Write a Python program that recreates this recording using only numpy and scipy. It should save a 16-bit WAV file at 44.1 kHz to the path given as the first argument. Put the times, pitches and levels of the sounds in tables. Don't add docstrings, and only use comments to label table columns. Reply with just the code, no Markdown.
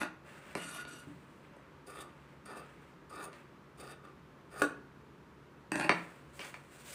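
import sys
import numpy as np
from scipy import signal
from scipy.fft import rfft, irfft
from scipy.io import wavfile

SR = 44100
rng = np.random.default_rng(int(sys.argv[2]) if len(sys.argv) > 2 else 0)


def waveform_to_disk(signal):
    frames = np.transpose(np.atleast_2d(signal))
    scaled = np.clip(frames, -1, 1) * 32767
    samples = np.round(scaled).astype(np.int16)
    wavfile.write(sys.argv[1], SR, samples)


N = 306054
TIME = np.arange(N) / SR


# pitch_hz, level_db per Hz
AIR_SPECTRUM = [(15, -65), (25, -33), (53, -13.5), (75, -4.5), (101, -14), (140, -4), (188, -6.5),
                (215, -7.5), (378, -8), (782, -20), (895, -15), (1170, -14.5), (4870, -36.5), (8580, -43.5),
                (15500, -49)]
# pitch_hz, level_db (rms)
HUM_TONES = [(64.6, -79), (140.0, -66.5), (376.8, -82), (920.5, -79)]
# pitch_hz, t60_s
ROOM_DECAY = [(150, 0.5), (500, 0.4), (1500, 0.4), (4000, 0.32), (12000, 0.2)]
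# start_s, length_s, swish_db, fibre_hiss_db, swell_db
CLOTH_BRUSHES = [(0.24, 0.29, -55.5, -68, 0.5), (1.0, 0.46, -66.5, -76.5, -11),
                 (1.42, 0.38, -66.5, -95, -3), (2.04, 0.29, -64.5, -83, 0), (2.61, 0.3, -62.5, -77.5, -7),
                 (3.315, 0.07, -55.5, -70.5, -3), (5.9, 0.5, -61.5, -71.5, -21), (6.32, 0.17, -66, -61, 4),
                 (6.385, 0.051, -50, -65, 2), (6.52, 0.2, -68, -71.5, 3), (6.7, 0.11, -65, -63.5, 7),
                 (6.83, 0.15, -55.5, -50.5, 19)]
# pitch_hz, level_db per Hz
CLOTH_SPECTRUM = [(290, -42), (500, -4), (561, 6.5), (716, -5), (1310, -0.5), (1560, 0.5), (2760, -6),
                  (2970, -10.5), (5430, -28.5), (6740, -26), (8360, -21), (12900, -37), (15500, -27)]
# start_s, level_db
HAND_PRESSES = [(1.072, -43.5), (1.083, -45)]
# pitch_hz, width_hz, level_db
PADDED_MODES = [(151, 37, -1.5), (172.5, 19, -1.5), (285, 24, -6)]
# start_s, length_s, level_db, swell_db
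OFFCUT_CRINKLES = [(6.392, 0.051, -49.5, -12), (6.541, 0.0097, -57.5, -7)]
# pitch_hz, width_hz, level_db
OFFCUT_MODES = [(2230, 220, 1), (2800, 300, 0), (3320, 360, -6.5), (5000, 900, -13.5)]
# start_s, length_s, body_db, edge_db, swell_db
STEEL_SLIDES = [(0.0, 0.016, -33, -39, -3), (0.553, 0.26, -47.5, -53, 2), (0.868, 0.13, -54, -55.5, -2)]
# pitch_hz, width_hz, level_db
STEEL_MODES = [(270, 95, -7), (647, 86, -8), (1176, 176, -12), (1441, 32, 4), (1750, 93, -11),
               (2050, 120, -8), (2450, 77, -14.5), (2837, 77, -6.5), (3640, 53, -12), (4620, 130, -6.5),
               (5880, 86, -13), (7200, 150, -10), (8000, 68, -5.5), (8600, 190, -7), (9820, 270, -7),
               (11600, 140, -15)]
# start_s, length_s, level_db, swell_db
HANDLE_SKIDS = [(5.797, 0.05, -42, -4)]
# pitch_hz, width_hz, level_db
SQUEAK_MODES = [(2470, 49, 2), (2780, 68, -6), (4500, 130, -15)]
# start_s, thud_db, ring_db, tick_db, tick_hz
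TABLE_KNOCKS = [(0.5515, -37.5, -40.5, -48.5, 6150), (0.85, -52.5, -58, -57, 3500),
                (1.565, -54.5, -78, -76, 9000), (3.329, -82, -60, -64, 4000),
                (5.893, -29, -22.5, -38.5, 3860), (6.393, -51, -53, -57, 4000),
                (6.403, -71, -55, -56, 3500), (6.448, -59, -55, -58, 4500), (6.541, -62, -47, -60, 3500)]
# pitch_hz, width_hz, level_db
TABLE_MODES = [(169.7, 9.2, 1.5), (241, 28, -9.5), (314, 16, -1.5), (397, 60, -6), (590, 120, -5),
               (707, 123, -3.5), (1002, 83, 3), (1176, 29, 2), (1326, 90, 3), (1810, 130, 2.5),
               (2230, 196, 3), (2420, 156, 3), (2770, 160, -2), (3270, 330, -28), (4000, 1000, -23),
               (4600, 66, -9), (5500, 140, -40), (6500, 540, -15.5), (8500, 1000, -10.5), (10900, 740, -31)]
# start_s, thud_db, ring_db, tick_db, tick_hz
HANDLE_TAPS = [(0.015, -39, -36, -66, 4680), (0.0315, -46, -39, -57, 5500), (5.718, -33, -35, -43, 9700),
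               (5.756, -34, -34, -45.5, 7850), (5.7977, -35.5, -35.5, -50, 4200),
               (5.81, -41, -35, -62, 4200), (5.8465, -35, -39, -58, 5000)]
# start_s, length_s, body_db, edge_db, swell_db
HANDLE_JUDDER = [(5.717, 0.138, -38, -60.5, 3.5)]
# pitch_hz, width_hz, level_db
HANDLE_MODES = [(163, 32, -5.5), (317, 21.4, 5), (607, 26, 0.5), (826, 99, -0.5), (1062, 71, -1),
                (1370, 65, -8), (1606, 136, 0), (1864, 99, -1.5), (2497, 97, -2), (2706, 85, -6),
                (3180, 180, -38), (4600, 80, -17.5), (6400, 270, -21), (8770, 870, -11), (11000, 580, -18),
                (14600, 2000, -32)]
# start_s, thud_db, ring_db, tick_db, tick_hz
BLADE_CLACKS = [(4.6182, -29.5, -28, -42.5, 8200)]
# pitch_hz, width_hz, level_db
SHUT_MODES = [(294, 21, 2), (402, 47, -0.5), (510, 170, -3.5), (880, 24, -39), (1126, 49, 2),
              (1460, 39, 9.5), (1674, 45, 2.5), (2500, 92, -6), (3350, 230, -17), (5000, 240, -16),
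              (5950, 400, -27), (7600, 95, -19), (8200, 910, -17.5), (10300, 650, -46), (14500, 1200, -22)]
# start_s, length_s, body_db, edge_db, swell_db
BLADE_STROKES = [(1.862, 0.16, -49, -60, 6.5), (2.452, 0.15, -47, -60.5, 2.5), (3.094, 0.16, -47, -57, 9),
                 (3.772, 0.15, -48.5, -59, 4), (4.03, 0.088, -57.5, -79, -10),
                 (4.5, 0.11, -49.5, -58.5, 22)]
# pitch_hz, width_hz, level_db
BLADE_MODES = [(414, 170, -2), (845, 220, -8.5), (1196, 66, 2.5), (1463, 85, -3.5), (1790, 46, -5),
               (2410, 110, -11.5), (2637, 53, -11.5), (3680, 140, -14.5), (4726, 310, -14.5),
               (5200, 65, -19), (6560, 360, -26), (8450, 200, -9), (8900, 120, -6.5), (9380, 430, -15),
               (9260, 86, -6), (10300, 510, -16.5), (11200, 410, -21.5), (12800, 1500, -27),
               (14700, 1200, -22)]


def from_db(db):
    return 10 ** (np.asarray(db) / 20)


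def rms_one(x):
    return x / np.sqrt(np.mean(x ** 2) + 1e-20)


def at_hz(points, hz):
    pitch_hz, value = np.transpose(points)
    return np.interp(np.log(hz + 1e-3), np.log(pitch_hz), value)


def band(x, hz, kind, order=2):
    sos = signal.butter(order, hz, kind, fs=SR, output="sos")
    return signal.sosfilt(sos, x + 1e-18)


def colour(x, spectrum):
    gain = from_db(at_hz(spectrum, np.fft.rfftfreq(N, 1 / SR)))
    return rms_one(irfft(rfft(x) * gain, N))


def drift(rate):
    knots = rng.standard_normal(N // 20)
    return np.interp(TIME * rate, np.arange(len(knots)), knots)


def resonate(x, modes):
    out = 0
    for k, (hz, width, db) in enumerate(modes):
        r = np.exp(-np.pi * width / SR)
        poles = [1, -2 * r * np.cos(2 * np.pi * hz / SR), r * r]
        ring = signal.lfilter([1, 0, -1], poles, x + 1e-18)
        out = out + (-1) ** k * from_db(db) * (1 - r * r) / 2 * ring
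    return out


def grains(per_s, spread_db, clump_db, clump_rate):
    sizes = from_db(spread_db * np.minimum(rng.exponential(1, N), 4))
    signs = rng.choice([-1, 1], N)
    happens = rng.random(N) < per_s / SR
    return rms_one(sizes * signs * happens * from_db(clump_db * drift(clump_rate)))


def moves(rows, attack_s, release_s, arch_db):
    out = 0
    for start, length, db, swell_db in rows:
        t = TIME - start
        travel = np.clip(t / length, 0, 1)
        force = from_db(db + swell_db * (travel - .5) + arch_db * (np.sin(np.pi * travel) - .5))
        onset = np.clip(t / attack_s, 0, 1)
        out = out + force * onset * np.exp(-np.maximum(t - length, 0) / release_s)
    return out


def low_and_high(rows):
    lows = [(s, length, low, swell) for s, length, low, _, swell in rows]
    highs = [(s, length, high, swell) for s, length, _, high, swell in rows]
    return lows, highs


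def friction(body, edge, snaps, modes, direct_db, edge_hz, wander_db, catch_db):
    edge = edge * from_db(catch_db * drift(75))
    bare = from_db(direct_db) * band(band(snaps, 340, "high"), 10800, "low")
    rings = 0
    for k, mode in enumerate(modes):
        wander = from_db(wander_db * drift(16))
        rings = rings + (-1) ** k * resonate(snaps, [mode]) * wander
    ringing = rms_one(rings) + bare
    low = rms_one(band(ringing, edge_hz, "low", order=4))
    high = rms_one(band(ringing, edge_hz, "high", order=4))
    return body * low + edge * high


def blows(rows, modes, crack_db, crack_s, crack_hz, thud_hz, tick_hz):
    t = TIME[:SR // 5]
    out = np.zeros(N + len(t))
    ring = rms_one(resonate(1. * (t == 0), modes))
    for s, thud_db, ring_db, tick_db, contact_hz in rows:
        grit = rng.standard_normal(len(t)) * t * np.exp(-t / crack_s)
        crack = from_db(crack_db) * rms_one(band(band(grit, 560, "high"), crack_hz, "low"))
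        thud = from_db(thud_db) * rms_one(band(ring, thud_hz, "low", order=4))
        middle = from_db(ring_db) * rms_one(band(ring + crack, [thud_hz, tick_hz], "band", order=3))
        treble = band(rms_one(resonate(grit, modes)) + crack, tick_hz, "high", order=6)
        contact_band = contact_hz * np.sqrt([.5, 2])
        tick = from_db(tick_db) * rms_one(band(treble, contact_band, "band", order=1))
        at = int(max(s, 0) * SR)
        out[at:at + len(t)] += thud + middle + tick
    return out[:N]


def background():
    air = from_db(-57.5) * colour(rng.standard_normal(N), AIR_SPECTRUM)
    hum = 0
    for hz, db in HUM_TONES:
        phase = 2 * np.pi * hz * TIME + 0.2 * drift(7.1)
        hum = hum + from_db(db) * np.sqrt(2) * np.sin(phase)
    return air + hum


def room(x, early_db, early_s, tail_db):
    t = TIME[:SR * 3 // 4]
    edges_hz = np.geomspace(90, 16000, 12)
    white = rng.standard_normal((2, len(t))) / np.sqrt(SR)
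    early = from_db(early_db) / np.sqrt(early_s) * np.exp(-(t / early_s) ** 6)
    after_gap = t > .003
    response = 0
    for k, (low, high) in enumerate(zip(edges_hz, edges_hz[1:])):
        t60 = at_hz(ROOM_DECAY, np.sqrt(low * high))
        tail = from_db(tail_db) * np.sqrt(2 * np.log(1000) / t60) * np.exp(-np.log(1000) * t / t60)
        echoes = white[k % 2] * np.hypot(early, tail) * after_gap
        response = response + band(echoes, [low, high], "band")
    return signal.fftconvolve(x, response)[:N]


def brushing():
    pushes, rubs = low_and_high(CLOTH_BRUSHES)
    swish = moves(pushes, attack_s=0.03, release_s=0.064, arch_db=1.0)
    hiss = moves(rubs, attack_s=0.037, release_s=0.035, arch_db=-1.0)
    snaps = grains(per_s=7100, spread_db=2.5, clump_db=1.5, clump_rate=72)
    fibres = colour(snaps, CLOTH_SPECTRUM)
    low = swish * rms_one(band(fibres, 5500, "low", order=4))
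    high = hiss * rms_one(band(fibres, 4840, "high", order=4))
    return from_db(-2.5) * low + from_db(-0.5) * high


def pressing():
    pushes = np.zeros(N)
    for s, db in HAND_PRESSES:
        pushes[int(s * SR)] = from_db(db)
    thump = resonate(band(pushes, 340, "low"), PADDED_MODES)
    return thump / np.abs(thump).max() * pushes.max() * from_db(2.5)


def crinkling():
    creases = grains(per_s=1500, spread_db=6.0, clump_db=-2.5, clump_rate=150)
    force = moves(OFFCUT_CRINKLES, attack_s=0.0016, release_s=0.0095, arch_db=-1.2)
    return force * rms_one(resonate(creases, OFFCUT_MODES))


def skidding():
    slips = grains(per_s=2500, spread_db=0.5, clump_db=6.0, clump_rate=100)
    force = moves(HANDLE_SKIDS, attack_s=0.0016, release_s=0.0041, arch_db=-13.0)
    return force * rms_one(resonate(slips, SQUEAK_MODES))


def sliding():
    pressure, bite = low_and_high(STEEL_SLIDES)
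    body = moves(pressure, attack_s=0.02, release_s=0.036, arch_db=1.0)
    edge = moves(bite, attack_s=0.02, release_s=0.012, arch_db=-0.5)
    slips = grains(per_s=5000, spread_db=2.5, clump_db=0.95, clump_rate=39)
    return from_db(-2.0) * friction(body, edge, slips, STEEL_MODES, direct_db=-4, edge_hz=2850,
                                    wander_db=4.0, catch_db=-2.5)


def juddering():
    pressure, bite = low_and_high(HANDLE_JUDDER)
    body = moves(pressure, attack_s=0.0031, release_s=0.01, arch_db=-5.5)
    edge = moves(bite, attack_s=0.0031, release_s=0.01, arch_db=-5.5)
    bumps = grains(per_s=2500, spread_db=3.2, clump_db=2.0, clump_rate=140)
    return from_db(-3.0) * friction(body, edge, bumps, HANDLE_MODES, direct_db=-18, edge_hz=3200,
                                    wander_db=4.0, catch_db=-9.0)


def clatter():
    knocks = blows(TABLE_KNOCKS, TABLE_MODES, crack_db=-15.5, crack_s=0.001, crack_hz=5500,
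                   thud_hz=567, tick_hz=2860)
    taps = blows(HANDLE_TAPS, HANDLE_MODES, crack_db=-5.5, crack_s=0.00067, crack_hz=7000,
                 thud_hz=476, tick_hz=3500)
    clacks = blows(BLADE_CLACKS, SHUT_MODES, crack_db=-12.0, crack_s=0.0016, crack_hz=6960,
                   thud_hz=770, tick_hz=3620)
    return from_db(-12) * knocks + from_db(-14.5) * taps + from_db(-11) * clacks


def cutting():
    pressure, bite = low_and_high(BLADE_STROKES)
    extra_s, extra_db = 0.0072, -7
    extras = [(s + length - extra_s, extra_s, db + swell_db / 2 + extra_db, 0)
              for s, length, db, swell_db in bite]
    body = moves(pressure, attack_s=0.017, release_s=0.037, arch_db=3.5)
    edge = moves(bite, attack_s=0.0073, release_s=0.0039, arch_db=-4.0)
    extra_bite = moves(extras, attack_s=0.019, release_s=0.0025, arch_db=-13.0)
    threads = grains(per_s=3000, spread_db=3.0, clump_db=1.3, clump_rate=220)
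    return from_db(-2.5) * friction(body, edge + extra_bite, threads, BLADE_MODES, direct_db=-12,
                                    edge_hz=3360, wander_db=3.0, catch_db=4.0)


def scene():
    rasps = brushing() + crinkling() + sliding() + cutting()
    knocks = pressing() + skidding() + juddering() + clatter()
    into_room = knocks + from_db(-6.5) * rasps
    walls = room(into_room, early_db=-5.0, early_s=0.035, tail_db=-3.0)
    mono = background() + walls + rasps + knocks
    return np.array([mono, mono])


def record(dry):
    sos = signal.ellip(12, .1, 80, 15500, fs=SR, output="sos")
    return signal.sosfilt(sos, dry)


dry = scene()
out = record(dry)
waveform_to_disk(out)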